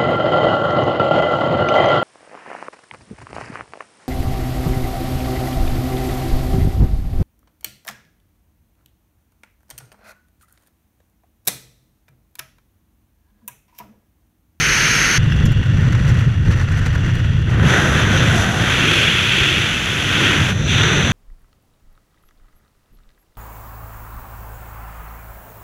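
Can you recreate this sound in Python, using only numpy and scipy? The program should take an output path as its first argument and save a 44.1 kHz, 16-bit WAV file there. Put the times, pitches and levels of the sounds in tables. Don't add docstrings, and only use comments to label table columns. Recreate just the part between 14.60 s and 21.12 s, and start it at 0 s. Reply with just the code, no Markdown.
import sys
import numpy as np
from scipy import signal
from scipy.fft import rfft, irfft
from scipy.io import wavfile

SR = 44100
rng = np.random.default_rng(int(sys.argv[2]) if len(sys.argv) > 2 else 0)


def wav_out(sig):
    wavfile.write(sys.argv[1], SR, np.round(np.clip(np.atleast_2d(sig).T, -1, 1) * 32767).astype(np.int16))


N = 287532
T = np.arange(N) / SR
HZ = np.fft.rfftfreq(N, 1 / SR)

# middle in seconds, length at half height in seconds,
# loss of the buffeting in dB, loss of the lee flow in dB.
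SLACKS = [(0.943, 0.015, 12, 2), (1.044, .04, 8, -1), (1.43, 0.034, 1, 1), (1.735, 0.052, 3.5, -1.5),
          (1.845, 0.016, 1.5, 0), (1.952, 0.021, 0, 2), (2.069, 0.035, 3, 5), (2.384, .025, 0, 1),
          (2.855, 0.047, 3.5, 4), (3.16, .04, 3, 0), (4.345, 0.022, 8, 0), (5.742, 0.031, 9, 0),
          (6.294, 0.028, 7, 0)]


def slipstream():
    # time in seconds, flow in dB, how far it favours the sharp edge in dB.
    flow_rows = [(3.0, -26.5, -1.5), (3.13, -17, -6), (3.32, -22, -7.5), (3.4, -18, -4), (3.47, -20, -4.5),
                 (3.62, -21, -2.5), (3.94, -24.5, -4.5), (4.12, -20.5, 0), (4.36, -21.5, 5),
                 (4.6, -24, 5.5), (4.84, -23.5, 6.5), (5.2, -27, 3.5), (5.46, -25, 2.5), (5.66, -19, 2),
                 (5.88, -23.5, -1.5), (6.2, -19.5, -0.5), (6.5, -23.5, -1.5)]
    # start in seconds, length in seconds, body loss in dB, fizz loss in dB
    shelters = [(3.398, .09, 2, 4), (5.907, 0.15, 10.5, 9.5)]
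    # middle in seconds, length at half height in seconds,
    # slot whistle gain in dB, fizz gain in dB.
    flares = [(3.596, .06, 6.5, -2), (3.798, .08, 4, 4), (4.377, 0.15, -3, 2)]
    # frequency in Hz, relative density in dB.
    roar_colour = [(120, -37), (200, -6), (322, -4), (452, -7.5), (838, -13), (1040, -13), (1300, -14),
                   (1690, -37), (2860, -120)]
    rush_colour = [(700, -18.5), (1050, -13.5), (1300, -3.5), (1520, 0.5), (1750, -3), (1930, -2),
                   (2300, -14.5), (3500, -31), (6000, -51)]
    edge_colour = [(1300, -35), (1900, -4.5), (2250, -1.5), (2600, 2), (3000, -0.5), (3350, 2), (3600, -4),
                   (3850, -12), (4300, -16), (4800, -20.5), (8000, -59)]
    fizz_colour = [(4300, -7), (5000, -8), (5600, -3), (6300, -1), (7000, -6.5), (7500, -6.5),
                   (8250, -15.5), (9000, -16.5), (9700, -12), (10350, -9.5), (11000, -15.5), (12500, -21),
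                   (14000, -23), (15200, -27)]
    turned_colour = [(4500, -24), (5100, -22), (5600, -7), (6300, -1), (7000, -8), (7450, -1), (8300, -18),
                     (9000, -15), (9900, -10), (11000, -17), (12500, -23), (15200, -29)]
    # centre in Hz, width in Hz, relative peak in dB.
    slots = [(6060, 340, -1.5), (5700, 290, -16), (6700, 220, -13.5), (4030, 300, -8.5), (3590, 250, 1.5)]

    usual_flow_db = -22
    body_return_s, treble_return_s = 0.15, 0.04
    flow_db, angle_db = curves(flow_rows)
    surge_db = flow_db - usual_flow_db
    body_loss_db = sum(db * sheltered(s, length, body_return_s) for s, length, db, _ in shelters)
    edge_loss_db = sum(db * sheltered(s, length, treble_return_s) for s, length, db, _ in shelters)
    fizz_loss_db = sum(db * sheltered(s, length, treble_return_s) for s, length, _, db in shelters)
    wake_db = 15 * (1 - ramp(2.968, length_s=0.12))
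    slot_flare_db = swells([(s, length, db) for s, length, db, _ in flares])
    fizz_flare_db = swells([(s, length, db) for s, length, _, db in flares])
    turned = ramp(5.9, length_s=0.15)

    roar_db = -27 + 0.51 * surge_db - 0.4 * angle_db - 0.77 * body_loss_db
    rush_db = flow_db - body_loss_db
    edge_db = 1.05 + flow_db + angle_db - edge_loss_db - 0.4 * wake_db
    slot_db = -34 + 0.95 * surge_db + 7.4 * turned + slot_flare_db - 0.55 * fizz_loss_db - wake_db
    fizz_db = -33 + 0.4 * surge_db + 0.2 * angle_db - 4.5 * turned
    fizz_db += fizz_flare_db - fizz_loss_db - wake_db

    speed = eddies(slow_hz=29, fast_hz=260)
    roar = gain_of(roar_db) * noise(roar_colour) * flutter(speed, depth_db=1.4)
    rush = gain_of(rush_db) * noise(rush_colour) * flutter(speed, depth_db=1.0)
    edge = gain_of(edge_db) * noise(edge_colour) * flutter(speed, depth_db=1.05)
    slot = gain_of(slot_db) * whistle(slots) * flutter(speed, depth_db=1.0)
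    spray = np.sqrt(1 - turned) * noise(fizz_colour) + np.sqrt(turned) * noise(turned_colour)
    fizz = gain_of(fizz_db) * spray * flutter(speed, depth_db=1.1)
    return roar + rush + edge + slot + fizz + moan() + howl()


def moan():
    # start in seconds, length in seconds, first pitch in Hz, last pitch in Hz,
    # relative level in dB.
    moans = [(3.051, 0.19, 381.4, 352, -28.5), (3.081, 0.15, 760, 699, -31), (3.2, 0.26, 510, 545, -33),
             (3.519, 0.16, 519, 554, -29.5), (3.621, .5, 649, 766, -31.5), (4.12, 0.32, 335, 383, -27.5),
             (4.34, .15, 568, 520, -32), (4.72, .34, 330, 341, -30), (5.532, 0.31, 356.6, 281, -27),
             (6.15, 0.34, 375, 407, -27.5)]
    out = np.zeros(N)
    for s, length, first_hz, last_hz, db in moans:
        u = np.linspace(0, 1, int(length * SR), endpoint=False)
        pitch_hz = first_hz + (last_hz - first_hz) * u
        swell = np.sin(np.pi * u) ** 0.57
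        start = round(s * SR)
        out[start:start + len(u)] += gain_of(db + 1.0) * swell * wandering(pitch_hz, width_hz=166)
    return out


def howl():
    # time in seconds, gain in dB.
    howl_rows = [(3.0, -44), (3.3, -33), (3.6, -26), (3.9, -29), (4.1, -59), (6.52, -60)]
    gain_db, = curves(howl_rows)
    return gain_of(gain_db) * whistle([(1520, 190, 0)])


def buffet(exposed):
    # time in seconds, relative level in dB.
    strength_rows = [(0.59, -13), (0.85, -12.5), (1.2, -11), (1.75, -13), (2.35, -14.5), (3.0, -12.5),
                     (3.2, -16), (3.72, -12.5), (3.92, -19.5), (4.3, -19.5), (4.65, -22.5), (5.0, -24),
                     (5.25, -25), (5.65, -20), (6.2, -15), (6.52, -17)]
    # middle in seconds, length at half height in seconds, gain in dB.
    thumps = [(0.642, 0.035, 4), (0.86, .07, 4.5), (1.006, 0.019, 2.5), (1.52, 0.047, 3.5),
              (1.675, 0.019, 4), (1.895, 0.025, 7.5), (3.045, 0.046, 7), (4.02, 0.037, 5), (4.82, 0.032, 6),
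              (4.98, 0.086, 5), (5.81, 0.044, 5), (6.145, 0.028, 2)]
    # frequency in Hz, relative density in dB.
    lee_colour = [(8.8, -52), (15, -14), (59, -8), (97, -0.5), (114, 0), (152, -5), (187, -14.5),
                  (329, -26), (362, -29), (399, -30.5), (541, -36), (700, -52), (910, -69), (1540, -120)]
    open_colour = [(20, -17), (40, -14), (60, -7), (85, -1), (105, 1), (148, -0.5), (200, -7), (250, -13.5),
                   (320, -18.5)]

    strength_db, = curves(strength_rows)
    slack_db = swells([(s, length, db) for s, length, db, _ in SLACKS])
    push = np.sqrt(1 - exposed) * noise(lee_colour) + np.sqrt(exposed) * noise(open_colour)
    return gain_of(strength_db + swells(thumps) - slack_db - 0.74) * sustained(push, span_s=0.11)


def lee():
    # time in seconds, flow in dB.
    flow_rows = [(0.6, -36), (0.84, -35), (0.96, -38.5), (1.1, -37.5), (1.2, -34), (1.63, -34.5),
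                 (1.7, -39.5), (1.83, -42), (1.865, -34), (2.55, -36), (2.68, -38.5), (2.86, -39),
                 (2.92, -34.5)]
    # time in seconds, gain in dB.
    rim_rows = [(0.6, -35), (0.8, -34), (1.0, -36.5), (1.3, -40.5), (1.6, -39), (1.82, -43.5), (2.0, -43),
                (2.6, -36.5), (3.0, -40.5)]
    # middle in seconds, length at half height in seconds, fizz gain in dB.
    gusts = [(1.492, .04, 7), (1.598, 0.028, 5), (1.919, 0.022, 8), (2.015, 0.043, 4.5), (2.127, 0.024, 4),
             (2.18, 0.026, 9), (2.262, 0.039, 8), (2.356, 0.021, 10.5), (2.468, 0.051, 6.5),
             (2.555, 0.025, 6), (2.915, .03, 3)]
    # frequency in Hz, relative density in dB.
    rush_colour = [(290, -13), (500, -1.5), (735, -8), (891, -7), (1130, -7), (1400, -1.5), (1610, -4),
                   (1860, -4), (2180, -7.5), (2860, -10), (3100, -12.5), (4500, -20), (5040, -22.5),
                   (5980, -22.5), (7500, -26.5), (9750, -52), (16500, -120)]
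    fizz_colour = [(2350, -39), (4000, -5.5), (4500, -3.5), (5050, -13.5), (5770, -7), (5970, -5),
                   (6450, -8), (7130, -11), (8290, -15.5), (11000, -17), (12600, -22.5), (15100, -28)]
    # centre in Hz, width in Hz, relative peak in dB.
    slots = [(2700, 270, -7), (5910, 320, -9.5), (1476, 170, 2), (1860, 330, 3)]
    rim_slots = [(2800, 370, 3.5), (3340, 290, -0.5), (3560, 160, -13)]

    usual_flow_db = -35.5
    slack_db = swells([(s, length, db) for s, length, _, db in SLACKS])
    flow_db = curves(flow_rows)[0] - slack_db
    rim_db, = curves(rim_rows)
    gust_db = swells(gusts)
    rush_db = flow_db + 0.44 * gust_db
    fizz_db = -52.5 + 1.8 * (flow_db - usual_flow_db) + gust_db

    speed = eddies(slow_hz=8.2, fast_hz=220)
    rush = gain_of(rush_db) * (gain_of(2.5) * noise(rush_colour) + gain_of(1) * whistle(slots))
    spitting = 0.5 + 0.7 * spits(per_s=240, decay_s=0.0033, spread_db=5.5)
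    fizz = gain_of(fizz_db) * noise(fizz_colour) * spitting
    rim = gain_of(rim_db) * whistle(rim_slots) + gain_of(-54.5) * noise(fizz_colour)
    return (rush + fizz) * flutter(speed, depth_db=2.0) + rim


def wing():
    # time in seconds, gain in dB.
    flow_rows = [(0, -17), (0.3, -16), (0.58, -17)]
    # frequency in Hz, relative density in dB.
    rumble_colour = [(22, -15), (35, -10), (50, 4.5), (68, -9), (110, -2.5), (150, 4), (178, -10),
                     (205, -5), (250, -10), (450, -10.5), (600, -19), (1000, -19)]
    rush_colour = [(590, -45), (1000, -15), (1060, -17), (1410, -0.5), (1900, 0), (2300, -2), (2510, -3.5),
                   (2920, -4.5), (3630, -14), (4450, -9.5), (5050, -16), (6230, -8.5), (6440, -5.5),
                   (7010, -27), (7500, -30), (9750, -56), (16500, -120)]
    fizz_colour = [(4120, -30), (7000, -2), (7910, -10), (9410, -1), (10800, -9), (12600, -7.5),
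                   (13700, -17), (15100, -22)]
    # centre in Hz, width in Hz, relative peak in dB.
    slots = [(6190, 250, 0), (5520, 250, -5.5), (2280, 180, -2)]

    gain_db, = curves(flow_rows)
    speed = eddies(slow_hz=30, fast_hz=304)
    hiss = gain_of(1.0) * noise(rush_colour)
    hiss += gain_of(-8.5) * whistle(slots)
    hiss += gain_of(-18.5) * noise(fizz_colour)
    rumble = gain_of(-7) * sustained(noise(rumble_colour), span_s=0.14)
    return gain_of(gain_db) * (hiss * flutter(speed, depth_db=0.5) + rumble)


def clinks():
    # start in seconds, peak in dB.
    tap_rows = [(0.7, -17), (0.7217, -13), (0.8955, -26)]
    # start in seconds, peak in dB, factor on the ring pitches,
    # hardness in dB per octave.
    clink_rows = [(0.8545, -23, 0.96, -3), (0.8635, -28, 0.87, -6), (0.9196, -30, .955, 2),
                  (1.4908, -27.5, 0.96, -14)]
    # frequency in Hz (before the pitch factor), relative level in dB, t60 in seconds.
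    fitting = [(1600, 4, 0.016), (1970, -8, .015), (2780, 0, .018), (3350, -8, .02), (5270, -14, 0.039)]
    metal = [(5750, -2, .04), (6100, -5, .03), (6560, -5, .04), (7400, 0, .06), (7750, -7, .03),
             (8850, -11, .04), (10500, -7, .045), (12050, -15, .03), (13420, -5, .045), (15100, -14, .03)]

    taps = sum(strike(s, db, fitting, scrape_db=-28) for s, db in tap_rows)
    knocks = sum(strike(s, db, metal, scrape_db=-2, pitch=pitch, tilt_db=hardness)
                 for s, db, pitch, hardness in clink_rows)
    return taps + knocks


def strike(s, peak_db, modes, scrape_db, pitch=1, tilt_db=0):
    t = np.arange(SR // 8) / SR
    sound = rng.standard_normal(len(t)) * gain_of(scrape_db + tilt_db - 60 * t / 0.02)
    for hz, db, t60_s in modes:
        octaves = np.log2(hz / modes[0][0])
        decay = gain_of(db + tilt_db * octaves - 60 * t / t60_s)
        sound += decay * np.sin(2 * np.pi * (hz * pitch * t + rng.random()))
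    sound *= 1 - np.exp(-(t / 0.00049) ** 2)
    out = np.zeros(N)
    out[round(s * SR):][:len(t)] = gain_of(peak_db) * sound / abs(sound).max()
    return out


def noise(colour):
    f, db = np.transpose(colour)
    below = np.minimum(1, (HZ + 1) / f[0]) ** 2
    above = np.minimum(1, f[-1] / (HZ + 1)) ** 2
    return shaped(below * above * gain_of(np.interp(np.log(HZ + 1), np.log(f), db)))


def whistle(slots):
    return shaped(sum(gain_of(db) / (1 + (2 * (HZ - hz) / width) ** 2) for hz, width, db in slots))


def wandering(hz, width_hz):
    n = len(hz)
    phase = 2 * np.pi * np.cumsum(hz) / SR
    narrow = 1 / (1 + (2 * np.fft.rfftfreq(n, 1 / SR) / width_hz) ** 2)
    a, b = irfft(rfft(rng.standard_normal((2, n))) * narrow, n)
    return unit_rms(a * np.cos(phase) + b * np.sin(phase))


def eddies(slow_hz, fast_hz):
    highpass = HZ ** 2 / (HZ ** 2 + slow_hz ** 2)
    lowpass = 1 / (1 + (HZ / fast_hz) ** 2)
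    return shaped(highpass * lowpass / np.sqrt(HZ + slow_hz))


def flutter(speed, depth_db):
    return unit_rms(gain_of(depth_db * speed))


def spits(per_s, decay_s, spread_db):
    starts = rng.random(N) < per_s / SR
    power = gain_of(spread_db * np.minimum(rng.exponential(1, N), 3)) ** 2 * starts
    decaying = signal.lfilter([1], [1, -np.exp(-1 / (decay_s * SR))], power)
    return unit_rms(np.sqrt(decaying))


def sustained(x, span_s):
    power = signal.fftconvolve(x ** 2, signal.windows.hann(int(span_s * SR) | 1), "same")
    return unit_rms(x / np.sqrt(power + 0.11 * power.mean()))


def swells(rows):
    return sum(db * np.cos(np.pi / 2 * np.clip((T - s) / length, -1, 1)) ** 2 for s, length, db in rows)


def sheltered(start_s, length_s, return_s):
    return ramp(start_s, length_s=0.033) - ramp(start_s + length_s, return_s)


def ramp(start_s, length_s):
    return np.clip((T - start_s) / length_s, 0, 1)


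def curves(rows):
    s, *columns = np.transpose(rows)
    return [np.interp(T, s, c) for c in columns]


def shaped(gain):
    return unit_rms(irfft(rfft(rng.standard_normal(N)) * gain, N))


def unit_rms(x):
    return x / np.sqrt(np.mean(x ** 2) + 1e-20)


def gain_of(db):
    return 10 ** (np.asarray(db) / 20)


def scene():
    inside = ramp(0.577, length_s=0.0072)
    exposed = ramp(2.86, length_s=0.19)
    cockpit = np.sqrt(exposed) * slipstream() + buffet(exposed) + np.sqrt(1 - exposed) * lee() + clinks()
    return ((1 - inside) * wing() + inside * cockpit)[None]


def record(dry):
    edge_hz = 15280
    rounded = np.tanh(dry)
    lowpass = signal.firwin(901, edge_hz, window=("kaiser", 9), fs=SR)
    return signal.oaconvolve(rounded, lowpass[None], "same")


dry = scene()
out = record(dry)
wav_out(out)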